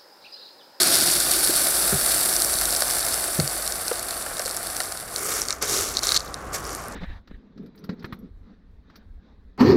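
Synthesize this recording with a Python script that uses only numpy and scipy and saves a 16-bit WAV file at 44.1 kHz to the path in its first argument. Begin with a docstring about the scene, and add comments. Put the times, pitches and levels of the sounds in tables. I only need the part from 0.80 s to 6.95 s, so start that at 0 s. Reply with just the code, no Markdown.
"""Fired clay pebbles pour from a bucket into a plastic tray, close by in a garden.
At first they ring hard and drum on the bare floor; as the heap grows, the patter gets softer and duller.
Along the way the plastic takes a few knocks. At about 4.3 s the pour ends and a hand spreads the heap
in several strokes, rolling the pebbles over each other. All the way through, single pebbles clack
over a soft outdoor wash, and the hum of a distant motor comes and goes."""
import sys
import numpy as np
from scipy import signal
from scipy.fft import rfft, irfft
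from scipy.io import wavfile
from scipy.ndimage import uniform_filter1d

SR = 44100
rng = np.random.default_rng(int(sys.argv[2]) if len(sys.argv) > 2 else 0)


def generate_wav(sig):
    """Save sig (samples, or channels by samples) to the path in sys.argv[1] as 16-bit PCM at SR."""
    pcm = np.round(np.clip(np.atleast_2d(sig).T, -1, 1) * 32767).astype(np.int16)
    wavfile.write(sys.argv[1], SR, pcm)


N = 271215
TIME = np.arange(N) / SR
POUR_FADE_S, POUR_END_S = 4.357, 4.44  # the stream dies away between these times

# How strongly the stream leaves the bucket: (time [s], level [dB])
STREAM_LEVEL = [(0, -22.5), (0.15, -23), (0.45, -26), (0.56, -24), (1.45, -24.5), (1.72, -26), (2.3, -25.5),
                (3.1, -28.5), (3.85, -30.5), (4.02, -29), (4.27, -36), (4.35, -32)]
# A "tone" table says how strong the low and high parts of a sound are.
# Tones of clay landing, clay ringing, the tray walls and the tray floor: (frequency [Hz], level [dB])
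PATTER_TONE = [(3710, -27), (6300, 0.5), (6630, -16), (7280, 3), (9230, 8), (10100, 8.5), (14100, -1),
               (15100, -4), (16000, -13)]
RING_TONE = [(1530, -10.5), (2600, -7.5), (3030, -10), (3490, -2.5), (4530, 2.5), (5560, 0.5),
             (6430, -10.5), (6800, 0), (8840, -52), (15000, -120)]
WALL_TONE = [(440, -7), (560, -1), (680, 3), (790, 0.5), (950, -11), (1200, -4), (1480, -3), (1850, -6.5),
             (2150, -11), (3000, -18.5)]
FLOOR_TONE = [(90, -13.5), (165, -3), (210, -7.5), (270, -2.5), (360, 4.5), (450, -9), (620, -29),
              (1000, -15), (1500, -2.5), (2000, -12)]
def pour():
    """Pebbles land in clumps and ring, and the tray sounds beneath them."""
    stream_db = np.interp(TIME, *np.transpose(STREAM_LEVEL))
    bare = 1 - ramp(0, 0.89)  # until it is covered, the floor drums and pebbles ring harder
    heaped = ramp(1.4, 3.25)  # the heap climbs towards the bucket, so the fall gets shorter
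    patter_gain = gain(stream_db - 5.5 * heaped)
    ring_gain = patter_gain * gain(-8.5 + 7.5 * bare)
    floor_gain = patter_gain * gain(-14 + 6 * bare)
    wall_gain = gain(stream_db - 9)
    # bare plastic throws the pebbles about in bursts; the heap takes them more evenly
    clumps = gain((1.1 + 1.5 * bare) * (0.62 * wander(330) + 0.42 * wander(60)))
    hits_per_s = 16000 - 9000 * heaped
    # t60 is the time in seconds that a sound takes to fade by 60 dB
    clay = patter_gain * shape(ringing_hits(hits_per_s, spread_db=2.5, t60=0.00084), PATTER_TONE)
    # the loose heap is a softer landing than plastic, so the highest sounds fade
    treble = signal.sosfiltfilt(signal.butter(2, 12500, 'high', fs=SR, output='sos'), clay)
    clay -= 0.38 * heaped ** 2 * treble
    clay += ring_gain * shape(ringing_hits(hits_per_s, spread_db=1.5, t60=0.0027), RING_TONE)
    tray = wall_gain * shape(hits(hits_per_s / 4, spread_db=3.5), WALL_TONE)
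    tray += floor_gain * shape(hits(hits_per_s / 10, spread_db=-1), FLOOR_TONE)
    # a few pebbles bounce clear; their dry cracks stand out once the floor is covered
    bounces = cracks(90, spread_db=2.5, t60=0.013) * gain(-5 - 3 * bare)
    strays = gain(-1) * patter_gain * shape(bounces, PATTER_TONE)
    strays += 1.3 * ring_gain * shape(bounces, RING_TONE)
    strays += 0.5 * wall_gain * shape(bounces, WALL_TONE)
    return (clay * clumps + tray * np.sqrt(clumps) + strays) * (1 - ramp(POUR_FADE_S, POUR_END_S))


# Strokes of the hand; the last four columns are added to the level:
# (start [s], rise [s], hold [s], fall [s], level [dB], scrape [dB], murmur [dB], rumble [dB], clink [dB])
HAND_STROKES = [(4.31, 0.1, 0.07, 0.095, -37.5, 3.5, -0.5, -3, -25),
                (4.43, 0.095, 0.063, 0.14, -30, -1, -3.5, -9.5, -15),
                (4.673, 0.025, 0.019, 0.056, -34.5, -11, -0.5, -11, -18),
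                (4.812, 0.016, 0.0041, 0.068, -25, -13, -4, -8.5, -25),
                (4.831, 0.088, 0.075, 0.27, -26.5, -3.5, -7.5, -8.5, -10.5),
                (5.1, 0.05, 0.038, 0.03, -39, -12, -3, -9, 0),
                (5.216, 0.018, 0.135, 0.015, -31, -3, -5, -13.5, -3),
                (5.332, 0.028, 0.008, 0.012, -23.5, -17, -7, -19, -1),
                (5.721, 0.026, 0.0053, 0.06, -29.5, -4.5, -3.5, -10.5, -35),
                (5.786, 0.078, 0.06, 0.26, -40, -6.5, -5, -4, -24)]
# Tones of rolling pebbles, fine scraping, the murmuring heap, the hollow tray, larger pebbles clinking
# and rough crusts catching on each other: (frequency [Hz], level [dB])
RUSTLE_TONE = [(2300, -7), (2900, -7), (3400, -5), (3900, -7), (4800, 0.5), (5900, 3), (7300, 0),
               (9000, -12.5), (12000, -17)]
SCRAPE_TONE = [(5500, -11), (7500, 3.5), (9800, 4.5), (11300, 2), (13500, -3), (16000, -12)]
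MURMUR_TONE = [(280, -23), (580, -2.5), (760, -3.5), (940, -10.5), (1220, 1.5), (1650, -4.5), (2200, -5.5),
               (3000, -23)]
RUMBLE_TONE = [(70, -3), (110, -3), (230, -7), (330, -0.5), (430, 7.5), (540, -6), (750, -16)]
CLINK_TONE = [(3100, -19), (3700, -2), (4150, 2), (4750, -12), (5700, -10), (6800, -16)]
CRUST_TONE = [(5000, -8), (7500, -2), (10000, -2), (13000, -1), (16000, -12)]
def hand(creep_db=-54, creep_scrape_db=-57):
    """Pebbles roll over each other under the palm; the heap murmurs and the tray rumbles below."""
    power = np.zeros((5, N))
    # even the resting hand keeps a few pebbles creeping
    power[:2] = np.outer(gain([creep_db, creep_scrape_db]), ramp(POUR_FADE_S, POUR_END_S)) ** 2
    for start, rise, hold, fall, db, *layers_db in HAND_STROKES:
        power += np.outer(gain([0, *layers_db]), gain(db) * stroke(start, rise, hold, fall)) ** 2
    push, scrape_gain, murmur_gain, rumble_gain, clink_gain = np.sqrt(power)
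    # a firm stroke moves many pebbles at once; a light one leaves separate ticks
    hits_per_s = np.interp(push, gain([-50, -38, -27]), [1800, 4500, 16000])
    rustle = gain(-2) * push * shape(ringing_hits(hits_per_s, spread_db=1, t60=0.0013), RUSTLE_TONE)
    scrape = scrape_gain * shape(ringing_hits(hits_per_s, spread_db=2, t60=0.0042), SCRAPE_TONE)
    murmur = murmur_gain * shape(hits(hits_per_s, spread_db=-0.5), MURMUR_TONE)
    rumble = rumble_gain * shape(hits(hits_per_s, spread_db=-0.5), RUMBLE_TONE)
    clinks = clink_gain * shape(cracks(153, spread_db=2.5, t60=0.0096), CLINK_TONE)
    tick_gain = gain(-32) * np.sqrt(np.maximum(push - gain(creep_db), 0))
    ticks = tick_gain * shape(cracks(70, spread_db=4.5, t60=0.0046), CRUST_TONE)
    flicker = gain(1.7 * wander(300))
    return flicker * (rustle + scrape + murmur + rumble) + clinks + ticks


def stroke(start, rise, hold, fall):
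    """One push swells, holds, then drops at 20 dB per fall time; the heap goes on settling."""
    after = np.maximum(TIME - start - rise - hold, 0)
    settling = gain(-15.5) * fade(after, t60=0.55)
    return ramp(start, start + rise) * np.maximum(10 ** (-after / fall), settling)


# Single pebbles that strike hard: (time [s], level [dB], pitch [Hz], brightness [dB])
HARD_CLACKS = [(0.032, -11, 4900, 3), (0.154, -11, 4630, 3), (0.21, -12.5, 4430, 3),
               (0.3182, -17, 4610, -4), (0.4026, -16, 4050, 5), (1.5645, -12, 5740, -1),
               (1.6009, -19, 4610, 5), (1.6206, -15, 4270, 7), (1.6462, -16.5, 5990, 7),
               (1.7865, -16, 4470, -3), (1.9632, -13.5, 5100, -1), (2.0209, -13, 5330, -16),
               (2.1102, -16, 5500, -5), (2.5995, -12, 4470, -4), (2.676, -16, 5000, -1),
               (2.8764, -17, 5400, 5), (2.9227, -18, 5500, -4), (3.081, -16.5, 4240, 0),
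               (3.3078, -20.5, 4400, 2), (3.5946, -18, 5600, -1), (3.6588, -20.5, 4500, 2),
               (3.7657, -25.5, 5470, 11), (3.9658, -19, 5510, 3), (4.0029, -16.5, 4140, -1),
               (4.3607, -16.5, 4300, -0.5), (4.381, -25, 5300, 3), (4.6176, -12, 5600, -20),
               (4.638, -27, 6160, 2), (4.653, -23, 5760, -22), (4.6847, -16.5, 4530, -0.5),
               (4.706, -11.5, 5040, -3.5), (4.7263, -14.5, 5680, -15), (4.8241, -19.5, 6600, 7),
               (5.17, -8, 4130, -11), (5.184, -22, 4090, -17.5), (5.191, -14.5, 4530, -7),
               (5.2335, -14.5, 5630, -13), (5.27, -12, 5730, -8), (5.2908, -10, 4130, -20),
               (5.32, -7.5, 4010, -7), (5.3441, -11, 4330, -19), (5.367, -11, 4180, -7),
               (5.374, -9.5, 4390, -6.5), (5.4049, -20.5, 4300, -20), (5.5423, -20, 3854, -2),
               (5.852, -27.5, 5340, -12), (5.9493, -29, 5600, 10), (5.959, -38, 6200, 7)]
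# The notes one pebble rings with: (pitch ratio [x], level [dB], fade time [s])
PEBBLE_NOTES = [(1, 0, 0.0042), (1.42, -3.5, 0.0042)]
def clacks(crack_t60=0.0046, contact_s=0.00021):
    """A hit rings one pebble briefly; the rough contact adds a dry crack and a bright tick."""
    out = np.zeros(N)
    onset = 1 - np.exp(-(TIME[:SR // 25] / contact_s) ** 2)
    for start, db, hz, bright_db in list(HARD_CLACKS) + light_clacks():
        # no pebble is quite round, so the gap between its notes varies
        stretch = 1 + 0.07 * rng.standard_normal()
        body = onset * sum(gain(note_db) * ring(hz * ratio ** stretch, t60, 1 / 25)
                           for ratio, note_db, t60 in PEBBLE_NOTES)
        # something so small gives off little sound below its lowest note
        body = shape(body, [(1200, -6), (2900, -15), (3900, 6), (10000, -4)])
        # the sharper the contact, the more it cracks and the higher the tick reaches
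        burst = grit(crack_t60 * np.interp(bright_db, [-12, 10], [0.8, 1.5]), contact_s)
        crack = shape(burst, [(1200, -13.5), (3000, -19), (4000, -2), (5500, 1), (6700, -9)])
        crack_db = np.interp(bright_db, [-14, 0], [-10, -1])
        top_db = np.interp(bright_db, [-12, 0, 10], [-17, -8, 2])
        tick = shape(burst, [(6700, -2), (8300, 4.5), (12000, top_db), (15500, top_db - 32)])
        clay = unit_hit(unit_hit(body) + gain(crack_db) * unit_hit(crack))
        add(out, start, gain(db - 2.5) * (clay + gain(bright_db - 2) * unit_hit(tick)))
    return out


# Spells of lighter clacks:
# (start [s], end [s], clacks [per s], first level [dB], last level [dB], brightness [dB])
LIGHT_CLACK_SPELLS = [(0, 0.699, 12, -21, -19, 6), (1.501, 4.2, 16, -17, -27.5, 1),
                      (4.549, 5.416, 16, -32, -27, 0), (5.822, 6.15, 22, -35, -40, 6)]
def light_clacks(low_hz=3700, high_hz=5970):
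    """Loose pebbles hit at random times and pitches; lists them in the same form as the hard clacks."""
    rows = []
    for start, end, per_s, first_db, last_db, bright_db in LIGHT_CLACK_SPELLS:
        count = int(per_s * (end - start))
        for when, force, pitch, sharpness in rng.random((80, 4))[:count]:
            db = first_db + (last_db - first_db) * when + 3 * (2 * force - 1)
            hz = low_hz + (high_hz - low_hz) * pitch
            rows.append((start + (end - start) * when, db, hz, bright_db + 5.5 * (2 * sharpness - 1)))
    return rows


# Heavy knocks on the plastic: (time [s], level [dB], pitch [Hz], fade time [s])
TRAY_KNOCKS = [(0.223, -15.5, 307, 0.028), (.694, -12.5, 326, 0.026), (1.123, -19, 398, 0.088),
               (1.124, -15.5, 195, 0.074), (1.135, -18, 90, .08), (1.137, -20, 147, 0.13),
               (2.021, -18.5, 616, .014), (2.588, -10, 155, 0.096), (2.591, -7.5, 350, 0.018),
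               (2.597, -18, 664, 0.037), (2.606, -16, 88, 0.067), (2.629, -21.5, 142, 0.13),
               (3.114, -12.5, 480, 0.044), (3.659, -20.5, 520, 0.025)]
# Tone of the dull thud around a knock's pitch: (pitch ratio [x], level [dB])
THUD_TONE = [(0.6, -9.5), (1, -2), (1.5, -4), (2.2, -12)]
def tray_knocks(length_s=0.2, rise_cycles=0.59):
    """A heavy knock bends a plastic panel, which thuds and rings with two notes."""
    out = np.zeros(N)
    for start, db, hz, t60 in TRAY_KNOCKS:
        panel = ring(hz, t60, length_s) + gain(-11) * ring(hz * 1.87, t60 / 2, length_s)
        tone = [(hz * ratio, level_db) for ratio, level_db in THUD_TONE]
        thud = unit_hit(shape(grit(t60 * 0.61, contact_s=1 / hz), tone))
        panel[:len(thud)] += gain(-12) * thud * np.linspace(1, 0, len(thud))
        onset = 1 - np.exp(-TIME[:len(panel)] * hz / rise_cycles)
        add(out, start, gain(db) * panel * onset)
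    return out


# Pebbles that tap the tray wall: (time [s], level [dB])
WALL_TAPS = [(1.1233, -18.5), (2.0204, -16.5), (2.599, -18), (3.1127, -22), (3.4627, -23.5), (3.513, -22.5),
             (3.5962, -19.5), (3.677, -23.5), (4.12, -25.5), (4.0023, -17), (5.3183, -19.5)]
# Tone of one tap: (frequency [Hz], level [dB])
TAP_TONE = [(500, 2.5), (740, 0.5), (940, -18), (1250, 2), (1800, -1), (2300, -11.5), (3200, -12.5)]
def wall_taps():
    """A light tap only rattles the wall."""
    out = np.zeros(N)
    for start, db in WALL_TAPS:
        rattle = shape(grit(t60=0.028, contact_s=0.0002), TAP_TONE)
        add(out, start, gain(db - 4) * unit_hit(rattle))
    return out


def tray_echo(sound, echo_db=-15.5, t60=0.021):
    """Sound bounces briefly between the heap and the walls."""
    t = TIME[:SR // 10]
    tail = rng.standard_normal(len(t)) * fade(t, t60) * (t > 0.0006)
    return sound + gain(echo_db) * signal.oaconvolve(sound, tail / np.linalg.norm(tail))[:N]


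# Tone of the outdoor background: (frequency [Hz], level [dB])
GARDEN_TONE = [(25, -3), (45, 2.5), (100, -3), (170, -7), (280, -6.5), (500, -5.5), (780, -5), (930, -11.5),
               (1120, -3), (1500, -8.5), (3300, -29), (9000, -36), (15000, -56)]
def garden():
    """A soft outdoor wash of noise that grows louder after the pour."""
    level_db = np.interp(TIME, [4.3, 5.5], [-42.5, -37]) + 0.69 * wander(2.8)
    return unit(shape(rng.standard_normal(N), GARDEN_TONE)) * gain(level_db)


# How the motor's hum comes and goes: (time [s], level [dB])
MOTOR_LEVEL = [(0, -58), (0.15, -51.5), (1.1, -39), (1.45, -46.5), (1.8, -40), (2.2, -42.5), (2.6, -49),
               (2.95, -44), (3.5, -68), (4.2, -66), (4.5, -49), (5.6, -45), (6, -40.5), (6.15, -43)]
def distant_motor(hum_hz=55.2, waver=0.06):
    """A far-off motor hums on one low, wavering note."""
    phase = 2 * np.pi * np.cumsum(hum_hz * (1 + waver * wander(16))) / SR
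    level_db = np.interp(TIME, *np.transpose(MOTOR_LEVEL)) - 3.5 + 2 * wander(7.1)
    return unit(np.sin(phase)) * gain(level_db)


def hits(per_s, spread_db):
    """Clicks at random times; spread_db sets how unequal their force is."""
    struck = rng.random(N) < per_s / SR
    force = gain(spread_db * np.minimum(rng.exponential(size=N), 4))
    return unit(struck * force * rng.choice([-1, 1], N) / np.sqrt(per_s))


def ringing_hits(per_s, spread_db, t60):
    """Countless pebble hits, each with its own force, pitch and brief ring."""
    force = hits(per_s, spread_db)
    starts = np.flatnonzero(force)
    hz = rng.uniform(1500, 17000, len(starts))
    step = np.exp((2j * np.pi * hz - np.log(1000) / t60) / SR)  # moves each ring on by one sample
    swing = force[starts] * np.exp(2j * np.pi * rng.random(len(starts)))
    out = np.zeros(N + SR)
    for age in range(int(t60 * SR * 2 / 3)):
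        out[starts + age] += swing.imag
        swing = swing * step
    return unit(out[:N])


def cracks(per_s, spread_db, t60):
    """Separate hits, each a short burst of gritty noise."""
    bursts = signal.lfilter([1], [1, -fade(1 / SR, t60)], np.abs(hits(per_s, spread_db)))
    return unit(bursts * rng.standard_normal(N))


def grit(t60, contact_s):
    """The short burst of noise from one rough contact."""
    t = TIME[:SR // 25]
    return rng.standard_normal(len(t)) * fade(t, t60) * (1 - np.exp(-(t / contact_s) ** 2))


def ring(hz, t60, length_s):
    """One struck note that dies away."""
    t = np.arange(int(length_s * SR)) / SR
    return np.sin(2 * np.pi * hz * t) * fade(t, t60)


def shape(sound, tone):
    """Filter a sound through a tone table; plain white noise keeps its overall level."""
    size = 8192 if len(sound) > SR else 2048
    hz, db = np.transpose(tone)
    axis, points = np.log(np.fft.rfftfreq(size, 1 / SR) + 1), np.log(hz)
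    outside = np.maximum(points[0] - axis, 0) + np.maximum(axis - points[-1], 0)
    curve = unit(gain(np.maximum(np.interp(axis, points, db) - 80 * outside, -80)))
    # build the filter so that nothing sounds before the hit that causes it
    cepstrum = irfft(np.log(curve))
    cepstrum[1:size // 2] *= 2
    cepstrum[size // 2 + 1:] = 0
    return signal.fftconvolve(sound, irfft(np.exp(rfft(cepstrum))))[:len(sound)]


def wander(turns_per_s):
    """A random drift up and down, about one in size."""
    points = rng.standard_normal(N // 40)
    return np.interp(TIME * turns_per_s, np.arange(len(points)), points) * np.sqrt(3 / 2)


def fade(t, t60):
    """Falls by 60 dB every t60 seconds."""
    return np.exp(-np.log(1000) * t / t60)


def ramp(start, end):
    """Rises from zero to one between two times."""
    return np.clip((TIME - start) / (end - start), 0, 1)


def gain(db):
    """Turn decibels into a number to multiply by."""
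    return 10 ** (np.asarray(db) / 20)


def unit(sound):
    """Scale to an average (rms) level of one."""
    return sound / np.sqrt(np.mean(sound ** 2) + 1e-18)


def unit_hit(hit):
    """Scale a hit so that its loudest millisecond has a level of one."""
    return hit / np.sqrt(uniform_filter1d(hit ** 2, SR // 1000).max())


def add(out, start_s, sound):
    """Mix a sound in at a given time."""
    start = int(start_s * SR)
    part = sound[:max(0, N - start)]
    out[start:start + len(part)] += part


def scene():
    """Pebbles and plastic echo in the tray, with the garden and the motor behind them."""
    tray = pour() + hand() + clacks() + tray_knocks() + wall_taps()
    return (tray_echo(tray) + garden() + distant_motor())[None]


def record(dry):
    """Cut away the very highest sounds, above 15850 Hz."""
    return signal.sosfilt(signal.ellip(12, 0.1, 80, 15850, fs=SR, output="sos"), dry)


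dry = scene()
out = record(dry)
generate_wav(out)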